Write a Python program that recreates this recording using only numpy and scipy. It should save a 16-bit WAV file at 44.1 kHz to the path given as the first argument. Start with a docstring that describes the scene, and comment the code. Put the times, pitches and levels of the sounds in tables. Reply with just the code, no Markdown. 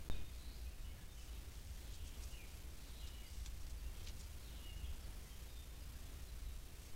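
"""A low outdoor rumble and thin hiss at the edge of a wood, cut at once by a short gap and a pop.
The microphone is a trail camera's: the gap, the pop and the hiss, pulsing at frame rate, are its own.
Small birds whistle, buzz and chip among the trees, and the far trunks send back an echo.
Some way off a bear walks away, brushing undergrowth, crushing dry leaves and snapping twigs."""
import sys
import numpy as np
from scipy import signal
from scipy.fft import rfft, irfft, next_fast_len
from scipy.io import wavfile
from scipy.ndimage import map_coordinates

SR = 44100
rng = np.random.default_rng(int(sys.argv[2]) if len(sys.argv) > 2 else 0)


def wrap_up_sound(samples):
    """Save the sound to the file named by the first command line argument, as 16-bit audio."""
    columns = np.atleast_2d(samples).T
    # keep every value between -1 and 1, then stretch to whole-number steps
    tamed = np.clip(columns, -1, 1)
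    steps = np.round(tamed * 32767).astype(np.int16)
    wavfile.write(sys.argv[1], SR, steps)


N = 306495


def amp(db):
    """Decibels to gain."""
    return 10 ** (np.asarray(db) / 20)


def unit(x):
    """Scale to rms 1."""
    return x / np.sqrt(np.mean(x ** 2) + 1e-20)


def clock():
    """The time of every sample, in seconds."""
    return np.arange(N) / SR


def wobble(rate, size):
    """A smooth random curve, rate knots a second."""
    knots = rng.standard_normal(int(size * rate / SR) + 4)
    return map_coordinates(knots, [np.arange(size) * rate / SR])


def filtered(x, response):
    """Filter x by a gain that is a function of frequency."""
    size = next_fast_len(len(x) + 8192)
    return irfft(rfft(x, size) * response(np.fft.rfftfreq(size, 1 / SR)), size)[:len(x)]


def spectrum_gain(hz, points):
    """Gain along a curve through (frequency_hz, level_db) points."""
    points_hz, points_db = np.transpose(points)
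    return amp(np.interp(np.log(hz + 1), np.log(points_hz), points_db))


def bump(hz, centre_hz, width_octaves):
    """A bell-shaped band on a log-frequency axis."""
    return np.exp(-.5 * (np.log2((hz + 1) / centre_hz) / width_octaves) ** 2)


def noise(points, size):
    """Noise of rms 1 with a spectrum of (frequency_hz, level_db) points."""
    return unit(filtered(rng.standard_normal(size), lambda hz: spectrum_gain(hz, points)))


def add(track, start_s, x):
    """Mix x into the track at start_s."""
    start = max(round(start_s * SR), 0)
    track[start:start + len(x)] += x[:max(N - start, 0)]


def settling():
    """Falls from 1 to 0 as air and hiss come up to their full level."""
    # the rise: start_s, end_s
    settle_s = [0.91, 2.1]
    return np.interp(clock(), settle_s, [1, 0])


def rumble():
    """The low outdoor rumble, swelling slowly."""
    # its swells: time_s, level_db
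    swells = [(.3, -50), (1.2, -50.5), (2, -48.5), (2.7, -52), (3.4, -49), (4.05, -48.5), (4.5, -53.5),
              (4.9, -46), (5.25, -51.5), (5.75, -51.5), (6.15, -48), (6.9, -52)]
    # its spectrum: frequency_hz, density_db
    spectrum = [(8, -1.5), (20, -5), (32, -2), (42, -6), (57, 2), (69, -5.5), (78, -2), (88, -14),
                (122, -18), (170, -26.5), (400, -57.5), (1000, -120)]
    level_db = np.interp(clock(), *np.transpose(swells))
    return amp(level_db + 0.82 * wobble(5.5, N)) * noise(spectrum, N)


def air(level_db=-62.5, early_db=-0.7):
    """The soft, broad wash of open air around the microphone."""
    # its spectrum: frequency_hz, density_db
    spectrum = [(40, -34), (120, 4.5), (190, 1), (300, -1), (500, -6), (1000, -10.5), (1700, -12),
                (2700, -11.5), (4000, -15), (7000, -18), (12000, -20.5), (16000, -18.5)]
    return amp(level_db + early_db * settling() + 0.78 * wobble(7, N)) * noise(spectrum, N)


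def camera_hiss(level_db=-66.0, early_db=-2.5, frame_hz=30.134, dip_share=0.19, dip_depth=0.92):
    """The camera's own hiss, which almost stops once in every frame."""
    # its spectrum: frequency_hz, density_db
    spectrum = [(100, -11), (600, -1.5), (1500, 0.5), (3000, 4.5), (6500, 3.5), (9000, 2.5), (14000, 1),
                (16000, -21)]
    frames_from_dip = (clock() * frame_hz - .295 + .5) % 1 - .5
    gate = 1 - dip_depth * np.exp(-(2 * frames_from_dip / dip_share) ** 4)
    return amp(level_db + early_db * settling() + 0.84 * wobble(15, N)) * gate * noise(spectrum, N)


def crackle(size, rate, spread_db):
    """Tiny fractures at random moments, their sizes spread over a range of dB."""
    hits = rng.random(size) < rate / SR
    signs = np.sign(rng.standard_normal(size))
    return unit(hits * signs * amp(-spread_db * rng.random(size)))


def litter(level_db=-73, patchy_db=4.0):
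    """Leaves and stems tick faintly throughout, most as the bear gets moving."""
    band = signal.butter(2, [2500, 9000], 'band', fs=SR, output='sos')
    ticks = signal.sosfilt(band, crackle(N, rate=400, spread_db=19))
    activity = np.interp(clock(), [1.1, 2, 4.3, 6.9], [0.67, 0.95, 0.6, 0.53])
    return amp(level_db + patchy_db * wobble(16, N)) * activity * unit(ticks)


def pop(start_s, step_db=-32, settle_s=0.072, shudder_db=-42, shudder_s=0.15):
    """The camera's signal jumps and settles back, with a short low shudder."""
    # the shudder's spectrum: frequency_hz, density_db
    spectrum = [(8, 4), (30, 0), (60, 1), (90, -10), (130, -12), (200, -19), (400, -27.5), (1000, -36.5),
                (4000, -38), (16000, -65)]
    out, t = np.zeros(N), np.arange(SR // 3) / SR
    envelope = (1 - np.exp(-t / 0.0088)) * np.exp(-(t / shudder_s) ** 2)
    shudder = amp(shudder_db) * envelope * noise(spectrum, len(t))
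    step = -amp(step_db) * np.exp(-t / settle_s)
    add(out, start_s, step + shudder)
    return out


def glide(start_hz, end_hz, early=0.54):
    """Start, middle and end pitch of a note; early is the share of the way covered by mid-note."""
    return [start_hz, start_hz + early * (end_hz - start_hz), end_hz]


def whistle(length_s, pitches, trill_depth_hz, trill_rate_hz=75, flutter_db=0.5):
    """One gliding bird note; a quick uneven trill of the pitch makes it buzzy."""
    size = int(length_s * SR)
    progress = np.linspace(0, 1, size)
    contour_hz = np.polyval(np.polyfit([0, .5, 1], pitches, 2), progress)
    trill = np.sin(2 * np.pi * np.cumsum(trill_rate_hz * (1 + .3 * wobble(60, size))) / SR)
    waver_hz = (13 + 0.522 * trill_depth_hz) * wobble(200, size)  # even a pure note is unsteady
    tone = np.sin(2 * np.pi * np.cumsum(contour_hz + trill_depth_hz * trill + waver_hz) / SR)
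    envelope = np.sqrt(np.abs(np.sin(np.pi * progress)))
    return unit(tone * envelope * amp(flutter_db * wobble(75, size)))


def near_birds(scoop_start_s=.368, scoop_length_s=.25, scoop_db=-66.5, scoop_trill_hz=480):
    """Birds in the nearer trees: one scooping call, plain whistles, buzzes and short chips."""
    # a call that dips, then rises into a buzz: start_hz, middle_hz, end_hz
    scoop_pitches = [4150, 4230, 5400]
    # plain whistles: start_s, length_s, start_hz, end_hz, level_db
    whistles = [(.1, 0.035, 3770, 3560, -58), (0.103, 0.093, 2610, 2440, -67),
                (.16, .03, 3760, 3750, -66.5), (0.273, .06, 4600, 4950, -74),
                (0.314, 0.048, 4350, 4150, -72), (0.657, 0.04, 2470, 2570, -66.5),
                (.7, .04, 2680, 2800, -71.5), (.885, .045, 2230, 2180, -71.5),
                (0.98, 0.025, 1720, 1700, -72.5), (1.016, .025, 1720, 1690, -69),
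                (1.075, .08, 3720, 3560, -72), (3.08, .19, 2940, 2890, -70.5), (3.13, .09, 2420, 2300, -75),
                (3.218, 0.07, 2300, 1990, -69), (3.768, .045, 4620, 4590, -69),
                (3.842, 0.055, 2690, 2770, -66.5), (4.64, 0.12, 2230, 2160, -73),
                (4.755, .03, 2900, 2870, -68), (4.793, .035, 2680, 2760, -67),
                (5.002, .045, 5400, 5340, -71), (5.24, .1, 2095, 1920, -74),
                (5.292, 0.054, 3330, 3080, -68), (5.481, .05, 3770, 3680, -67),
                (5.545, .11, 3630, 3570, -66.5), (5.8, .045, 4750, 4960, -69.5),
                (6.05, .05, 3380, 3560, -72), (6.865, .07, 6180, 6330, -72.5)]
    # buzzy notes: start_s, length_s, start_hz, end_hz, trill_depth_hz, level_db
    buzzes = [(.115, 0.12, 3600, 2890, 398, -72), (1.325, 0.055, 3900, 3450, 200, -68),
              (2.312, 0.061, 2920, 2780, 80, -64), (2.345, .11, 2700, 2500, 110, -67),
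              (2.946, .085, 4130, 4040, 140, -70), (2.995, 0.044, 3280, 3120, 90, -69.5),
              (3.257, .03, 4800, 4690, 150, -63), (4.57, 0.07, 2800, 2720, 140, -69.5),
              (4.82, 0.093, 3000, 3110, 380, -67.5), (5.036, 0.022, 4800, 4420, 130, -65),
              (5.492, 0.036, 4980, 4780, 140, -69)]
    # falling chips: start_s, pitch_hz, fall_share, level_db
    chips = [(.843, 2990, .03, -67), (.858, 2750, .05, -74), (0.879, 2960, 0.034, -72),
             (1.125, 6420, 0.022, -72), (1.171, 3040, 0.061, -65.5), (1.205, 2630, .04, -67),
             (1.274, 2980, 0.06, -70), (1.568, 3150, 0.25, -74), (3.942, 3300, .03, -66),
             (4.838, 3300, 0.1, -65), (5.94, 1680, .15, -69), (6.278, 4010, .01, -66),
             (6.458, 3900, .03, -68), (6.497, 3740, .03, -70)]
    out = np.zeros(N)
    widening_hz = scoop_trill_hz * np.linspace(.12, 1, int(scoop_length_s * SR))
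    add(out, scoop_start_s, amp(scoop_db) * whistle(scoop_length_s, scoop_pitches, widening_hz))
    for start_s, length_s, start_hz, end_hz, db in whistles:
        add(out, start_s, amp(db) * whistle(length_s, glide(start_hz, end_hz), trill_depth_hz=6))
    for start_s, length_s, start_hz, end_hz, trill_depth_hz, db in buzzes:
        add(out, start_s, amp(db) * whistle(length_s, glide(start_hz, end_hz), trill_depth_hz))
    for start_s, pitch_hz, fall, db in chips:
        pitches = glide(pitch_hz * (1 + fall / 2), pitch_hz * (1 - fall / 2))
        add(out, start_s, amp(db) * whistle(length_s=0.0288, pitches=pitches, trill_depth_hz=61.5))
    return out


def far_birds(level_db=-78, low_hz=2200, octaves=1.4, count=70):
    """A faint scatter of chirps from deeper in the wood."""
    out = np.zeros(N)
    for when, height, slope, span, loudness in rng.random((count, 5)):
        tilt = 1 + (slope - .5) * np.array([.12, 0, -.12])
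        pitches = low_hz * 2 ** (octaves * height) * tilt
        chirp = whistle(0.032 + .06 * span, pitches, trill_depth_hz=41.3)
        add(out, when * N / SR, amp(level_db + 4.8 * (loudness - 1.5)) * chirp)
    return out


def paws(swish_s=0.12, swish_hz=5870, width_octaves=0.49, stems_db=-11, stems_hz=2700):
    """Each paw crushes dry leaves in a swell of crackles over duller stems; brushing past is slower."""
    # paws landing on leaves: peak_s, level_db, centre_hz, half_width_s
    footfalls = [(1.946, -62, 5460, 0.033), (2.078, -62.5, 6260, 0.032), (2.235, -57.5, 5960, 0.016),
                 (3.079, -61, 5450, .014), (3.463, -60, 5630, .02), (3.617, -66, 5400, 0.022),
                 (3.706, -63, 5800, 0.016), (4.006, -65, 3400, 0.022), (4.048, -64, 4480, 0.021),
                 (4.071, -59, 4300, .01), (4.088, -59, 4500, .011), (4.203, -58.5, 6550, 0.015),
                 (4.237, -64, 4740, 0.016)]
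    # the bear brushing through undergrowth: peak_s, level_db
    swishes = [(1.21, -68), (1.612, -74), (1.778, -73), (2.3, -69.5), (2.86, -73), (3.369, -66),
               (5.279, -71), (6.86, -69)]
    out = np.zeros(N)
    t = np.arange(SR // 2) / SR - 1 / 4
    contacts = list(footfalls) + [(peak_s, db, swish_hz, swish_s) for peak_s, db in swishes]
    stems = lambda hz: amp(stems_db) * bump(hz, stems_hz, width_octaves)
    for peak_s, db, centre_hz, half_width_s in contacts:
        colour = lambda hz: bump(hz, centre_hz, width_octaves) + stems(hz)
        leaves = filtered(crackle(len(t), rate=3800, spread_db=18), colour)
        swell = np.exp(-2 * (t / half_width_s) ** 2)
        add(out, peak_s + t[0], amp(db) * unit(leaves) * swell)
    return out


def singer(buzz_start_hz=4334, buzz_trill_hz=403):
    """One bird's song: a buzz falling from the same pitch each time, and a slur that levels off."""
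    # songs: start_s, buzz_length_s, buzz_end_hz, buzz_db, slur_delay_s, slur_length_s,
    # slur_start_hz, slur_end_hz, slur_trill_depth_hz, slur_db
    songs = [(1.75, .44, 2400, -69.5, .63, .09, 2480, 2260, 42, -64.3),
             (2.75, 0.42, 3300, -68.5, 0.265, .06, 2930, 2830, 20, -66),
             (4.367, .28, 3140, -68, .255, .125, 2950, 2810, 6, -63.5)]
    out = np.zeros(N)
    for start_s, buzz_s, buzz_end_hz, buzz_db, delay_s, *slur_note in songs:
        slur_s, start_hz, end_hz, trill_depth_hz, slur_db = slur_note
        buzz = whistle(buzz_s, glide(buzz_start_hz, buzz_end_hz), buzz_trill_hz)
        slur = whistle(slur_s, glide(start_hz, end_hz, early=0.685), trill_depth_hz)
        add(out, start_s, amp(buzz_db) * buzz)
        add(out, start_s + delay_s, amp(slur_db) * slur)
    return out


def twigs(tear_db=-5, splinter_db=-22, splinter_t60=0.041, width_octaves=1.0):
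    """A twig breaks with a sharp crack, tearing fibres and faint splintering; thin ones sound higher."""
    # twigs snapping: start_s, level_db, tear_length_s, centre_hz
    snaps = [(3.074, -48, .008, 5000), (3.087, -48, .006, 5200), (3.461, -37, 0.0073, 6500),
             (3.462, -51, .012, 3400), (3.668, -44, .009, 5000), (4.009, -55, .006, 3500),
             (4.073, -41.5, .022, 4300), (4.085, -42, 0.015, 4800), (4.096, -46, .01, 3200),
             (4.2098, -45, .018, 6000)]
    # the spectrum they share: frequency_hz, density_db
    spectrum = [(500, -20), (1000, -3), (2300, 0.5), (3500, 4), (5000, -6), (7200, 0.5), (9100, -20),
                (12000, -10), (16000, -23)]
    out, t = np.zeros(N), np.arange(SR // 10) / SR
    for start_s, db, tear_s, centre_hz in snaps:
        tearing = amp(tear_db - 60 * t / tear_s)
        splintering = amp(splinter_db - 60 * t / splinter_t60)
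        force = (tearing + splintering) * rng.standard_normal(len(t)) / 2
        force[0] = 1  # the crack
        colour = lambda hz: spectrum_gain(hz, spectrum) * bump(hz, centre_hz, width_octaves)
        add(out, start_s, amp(db) * filtered(force, lambda hz: colour(hz) / colour(hz).mean()))
    return out


def woods(x, t60, wet_db):
    """Trunks scatter the sound into a diffuse tail that falls 60 dB in t60 seconds."""
    t = np.arange(SR) / SR
    tail = rng.standard_normal(SR) * amp(-60 * t / t60)
    wet = signal.fftconvolve(x, tail / np.linalg.norm(tail))[:N]
    return (x + amp(wet_db) * wet) / np.hypot(1, amp(wet_db))


def scene(echo_s=.145, echo_db=-10):
    """From the camera, in mono: the bear some way off, birds behind it, rumble, air and hiss."""
    bear = woods(paws() + litter(), t60=0.11, wet_db=-5) + woods(twigs(), t60=.1, wet_db=-4)
    birds = woods(singer() + near_birds(), t60=0.09, wet_db=-9.5) + far_birds()
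    add(birds, echo_s, amp(echo_db) * woods(birds, t60=0.22, wet_db=3))  # the far trees answer
    birds = amp(-2) * woods(birds, t60=0.67, wet_db=-4)
    return (bear + birds + rumble() + air() + camera_hiss())[None]


def record(dry, gap_s=.0893, pop_s=.0995, top_hz=15800):
    """The camera drops out briefly, pops back in, and keeps nothing above its band limit."""
    live = (clock() < gap_s) | (clock() >= pop_s)
    return filtered(dry[0] * live + pop(pop_s), lambda hz: hz < top_hz)[None]


dry = scene()
out = record(dry)
wrap_up_sound(out)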